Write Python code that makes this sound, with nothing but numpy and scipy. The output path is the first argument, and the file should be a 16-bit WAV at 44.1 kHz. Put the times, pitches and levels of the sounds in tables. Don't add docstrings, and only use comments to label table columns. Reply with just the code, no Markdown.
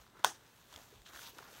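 import sys
import numpy as np
from scipy import signal
from scipy.fft import rfft, irfft
from scipy.io import wavfile
from scipy.ndimage import uniform_filter1d

SR = 44100
rng = np.random.default_rng(int(sys.argv[2]) if len(sys.argv) > 2 else 0)


def wav_out(sig):
    wavfile.write(sys.argv[1], SR, np.round(np.clip(np.atleast_2d(sig).T, -1, 1) * 32767).astype(np.int16))


N = 70560


def undb(db):
    return 10 ** (np.asarray(db) / 20)


def colour(x, shape):
    hz, db = np.array(shape, float).T
    f = np.maximum(np.arange(len(x) // 2 + 1) * SR / len(x), 1)
    gain = undb(np.interp(np.log(f), np.log(hz), db, left=db[0] - 29))
    y = irfft(rfft(x) * gain, len(x))
    return y / np.sqrt(np.mean(y ** 2))


def walk(rate):
    hold = int(SR / rate)
    steps = np.repeat(rng.standard_normal(N // hold + 1), hold)
    smooth = uniform_filter1d(uniform_filter1d(steps, hold), hold)
    return 0.83 * smooth[:N]


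def since(s):
    return np.maximum(np.arange(N) / SR - s, 0)


def fade(t, t60):
    return (t > 0) * np.exp(-np.log(1000) * t / t60)


def half_octaves(x):
    spectrum = rfft(x)
    f = np.maximum(np.arange(N // 2 + 1) * SR / N, 20)
    position = 2 * np.log2(f / 20)
    return [irfft(spectrum * np.maximum(1 - abs(position - k), 0), N) for k in range(21)]


# [dB per Hz, relative]
HISS_SPECTRUM = [(25, -21), (33, -7), (45, -3), (80, -3.5), (149, -5.5), (250, -6.5), (400, -9),
                 (575, -11.5), (1070, -11.5), (1520, -18), (2500, -22), (4000, -21), (5100, -29.5),
                 (6300, -28.5), (8000, -23.5), (10500, -30), (13000, -26), (16000, -27.5)]
HISS_DB = -67
HUM_HZ, HUM_DB = 120, -78.5


def floor():
    hiss = undb(HISS_DB) * colour(rng.standard_normal(N), HISS_SPECTRUM)
    hum = undb(HUM_DB) * np.sqrt(2) * np.sin(2 * np.pi * HUM_HZ * np.arange(N) / SR)
    return hiss + hum


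# centre_s [s], level_db [dB], pitch_hz [Hz]
THUDS = [(.01, -63, 48.3), (0.199, -54.5, 332), (.253, -57, 230), (.256, -56.5, 109), (.285, -64, 75.4),
         (0.769, -57, 83.6), (.95, -64, 89.5), (0.965, -57, 99), (1.009, -60.5, 44.4), (1.158, -63.5, 59.6),
         (1.301, -65, 87), (1.432, -62.5, 113)]
THUD_CYCLES = 1.05


def thuds():
    out = 0
    for s, db, hz in THUDS:
        t = np.arange(N) / SR - s
        envelope = np.exp(-(t * hz / THUD_CYCLES) ** 2)
        out = out + undb(db) * np.sin(2 * np.pi * hz * t) * envelope
    return out


# [dB, bright edge relative to level_db]
TICKS_AND_SQUEAK = [(.066, -52.5, 1195, 3.8, -30), (0.194, -50, 1360, 3.6, -6),
                    (.727, -50.5, 1090, 5.3, -1.5), (0.7398, -48, 3400, 11, -4),
                    (0.7611, -38.5, 3400, 6.2, -8), (.777, -47, 680, 3, -7), (.798, -49, 680, 3.1, -16),
                    (0.926, -55, 420, 7.6, -18), (1.0183, -61, 1780, 6.7, -14),
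                    (1.0185, -50, 3620, 4.3, -10.5), (1.0575, -52.5, 4140, 4, -23),
                    (1.063, -51.5, 1710, 7, -15), (1.075, -53, 1550, 4.9, -1),
                    (1.088, -50.5, 3730, 5.7, -6.5), (1.1346, -47.5, 1110, 6, -5),
                    (1.147, -50, 1670, 8.7, -10), (1.161, -43, 1590, 5.4, -22), (1.175, -43, 3370, 5, -16),
                    (1.1917, -44, 1480, 6.5, -18), (1.194, -46, 3500, 6.6, -20),
                    (1.222, -63, 936, 150, -20), (1.258, -49.5, 4200, 11, -8), (1.262, -53.5, 2390, 21, -1),
                    (1.334, -56, 436, 5.4, -17), (1.37, -52.5, 382, 3.7, -18),
                    (1.3843, -45.5, 4100, 3.5, -1), (1.3892, -36.5, 1400, 3.7, -30),
                    (1.404, -49.5, 452, 3.6, -20), (1.427, -39.5, 1060, 1.9, -25),
                    (1.43, -48.5, 4500, 4, -10), (1.527, -56, 485, 5, -18)]
TICK_RISE_CYCLES = .4
TICK_EDGE_S, TICK_EDGE_HZ = 0.00063, 7000
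TICK_ROOM_DB, TICK_ROOM_T60_S = -18.5, .24


def ticks_and_squeak():
    edge_spectrum = [(500, -12), (2000, 0), (TICK_EDGE_HZ, -2), (10500, -12), (16000, -12)]
    noise = colour(rng.standard_normal(N), edge_spectrum)
    out = 0
    for s, db, hz, cycles, edge_db in TICKS_AND_SQUEAK:
        t = since(s)
        decay = np.exp(-t * hz * 3 / max(cycles, .5))
        rise = 1 - np.exp(-t * hz / TICK_RISE_CYCLES)
        ring = np.sin(2 * np.pi * hz * t) * decay * rise
        edge = noise * t / TICK_EDGE_S * np.exp(1 - t / TICK_EDGE_S)
        out = out + undb(db) * (2 * ring + undb(edge_db) * edge)
    t = np.arange(1, SR // 4) / SR
    room = rng.standard_normal(len(t)) * fade(t, TICK_ROOM_T60_S)
    room = room / np.sqrt(np.sum(room ** 2))
    return out + undb(TICK_ROOM_DB) * signal.fftconvolve(out, room)[:N]


# time_s [s], crumple_db [dB], rustle_db [dB], swish_db [dB]
RUB = [(0, -64, -68, -67), (.05, -74, -71, -75), (.12, -73, -77, -108), (.17, -63, -71, -92),
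       (.23, -63.5, -69, -80), (.45, -71.5, -69, -73.5), (.66, -71.5, -70.5, -71),
       (.72, -64.5, -63.5, -67.5), (.76, -57.5, -61.5, -63.5), (.82, -65.5, -64.5, -63.5),
       (.9, -69.5, -67.5, -67), (0.929, -65, -64.5, -69), (1.0, -71.5, -69.5, -72),
       (1.045, -97, -74.5, -73), (1.06, -74, -59, -72.5), (1.1, -58, -62.5, -62),
       (1.114, -63.5, -66.5, -69), (1.148, -56.5, -55, -59), (1.2, -59.5, -56.5, -55),
       (1.26, -60.5, -53.5, -57), (1.291, -59.5, -57, -57), (1.322, -72.5, -64, -68),
       (1.391, -57, -62, -64), (1.45, -60.5, -65, -67), (1.53, -60.5, -61.5, -60.5),
       (1.6, -59, -60.5, -57.5)]
# [dB per Hz, relative]
CRUMPLE = [(120, -16), (250, -7.5), (420, -7), (700, -5.5), (1000, -3.5), (1500, -3), (2100, -9.5),
           (4000, -32.5)]
RUSTLE = [(500, -38), (1500, -5.5), (2100, -8), (2600, -2.5), (3600, -1), (5000, -6), (6400, -4),
          (8000, -14), (10500, -18), (16000, -26)]
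SWISH = [(3000, -34), (6500, -3.5), (8500, -5.5), (10500, -10), (12000, -2.5), (13500, -3), (15000, -8),
         (16000, -1)]
GRAINS_PER_S, GRAIN_SCATTER_DB = 1100, 2.6
GRAIN_S, GRAIN_SHARE = .0012, .42
FLICKER_DB, FLICKER_PER_S = 2.5, 30


def fabric():
    time_s, *levels = np.array(RUB, float).T
    out = 0
    for spectrum, db in zip((CRUMPLE, RUSTLE, SWISH), levels):
        strength = undb(GRAIN_SCATTER_DB * rng.exponential(size=N))
        hits = (rng.random(N) < GRAINS_PER_S / SR) * strength
        grains = signal.lfilter([1], [1, -np.exp(-1 / (GRAIN_S * SR))], hits)
        envelope = 1 - GRAIN_SHARE + GRAIN_SHARE * grains / np.mean(grains)
        bands = half_octaves(colour(envelope * rng.standard_normal(N), spectrum))
        flickering = sum(b * undb(FLICKER_DB * walk(FLICKER_PER_S)) for b in bands)
        out = out + undb(np.interp(np.arange(N) / SR, time_s, db)) * flickering
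    return out


# [dB per Hz, relative]
ECHO = [(60, -31), (184, -15.5), (354, -6), (527, -9.5), (720, -1), (970, -2), (1450, -8), (1750, -5),
        (2190, -18), (3200, -10), (4300, -16), (5900, -7), (6500, -8.5), (7200, -14), (9500, -15.5),
        (10500, -24), (16000, -24)]
ECHO_DB, ECHO_RISE_S = -33, 0.0024
ECHO_T60_LOW_S, ECHO_T60_HIGH_S = 0.16, .24
ECHO_FLICKER_DB, ECHO_FLICKER_PER_S = 3.5, 120


def echo():
    t = since(SNAP[2][0])
    bands = half_octaves(colour(rng.standard_normal(N), ECHO))
    t60s = np.linspace(ECHO_T60_LOW_S, ECHO_T60_HIGH_S, len(bands))
    tail = 0
    for band, t60 in zip(bands, t60s):
        flicker = undb(ECHO_FLICKER_DB * walk(ECHO_FLICKER_PER_S))
        tail = tail + band * fade(t, t60) * flicker
    return undb(ECHO_DB) * (1 - np.exp(-t / ECHO_RISE_S)) * tail


# [ms, delay to the peak push]
SNAP = [(.2411, -33, .015), (.2453, -25, .02), (.24565, -14, .02), (.24652, -19, .02)]
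# pitch_hz [Hz], level_db [dB], t60_s [s]
SNAP_MODES = [(580, -13.5, .02), (764, -5.5, 0.0086), (1002, -0.5, 0.015), (1475, 0.5, 0.014),
              (2050, -16, 0.014), (3140, -5, 0.0058), (3560, -2, 0.0055), (4340, -13, 0.013),
              (5440, -22, 0.037), (6300, -3.5, 0.0063), (7520, -7, 0.011), (8750, -6.5, 0.007),
              (9300, -7.5, .006), (12000, -10, 0.015), (13500, -18, .01), (14300, -7, .01),
              (15300, -4, .012)]
CRACK_DB, CRACK_T60_S, CRACK_TOP_HZ = -9, .012, 9740
SNAP_CUT_HZ = 583


def snap():
    t = np.arange(SR // 10) / SR
    ring = -sum(undb(db) * np.sin(2 * np.pi * hz * t) * fade(t, t60) for hz, db, t60 in SNAP_MODES)
    push, crack_level = 0, 0
    for s, db, ms in SNAP:
        pulse = since(s) * np.exp(-since(s) * 1000 / ms)
        push = push + undb(db) * pulse / pulse.sum()
        crack_level = crack_level + undb(db + CRACK_DB) * fade(since(s), CRACK_T60_S)
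    low_pass = signal.butter(4, CRACK_TOP_HZ, fs=SR, output="sos")
    crack = signal.sosfilt(low_pass, crack_level * rng.standard_normal(N))
    clack = signal.fftconvolve(push, ring)[:N] + crack
    high_pass = signal.butter(4, SNAP_CUT_HZ, "high", fs=SR, output="sos")
    return signal.sosfilt(high_pass, clack)


def scene():
    return (floor() + thuds() + ticks_and_squeak() + fabric() + echo() + snap())[None]


TOP_HZ = 15750


def record(dry):
    return signal.sosfilt(signal.ellip(10, .2, 60, TOP_HZ, fs=SR, output="sos"), dry)


dry = scene()
out = record(dry)
wav_out(out)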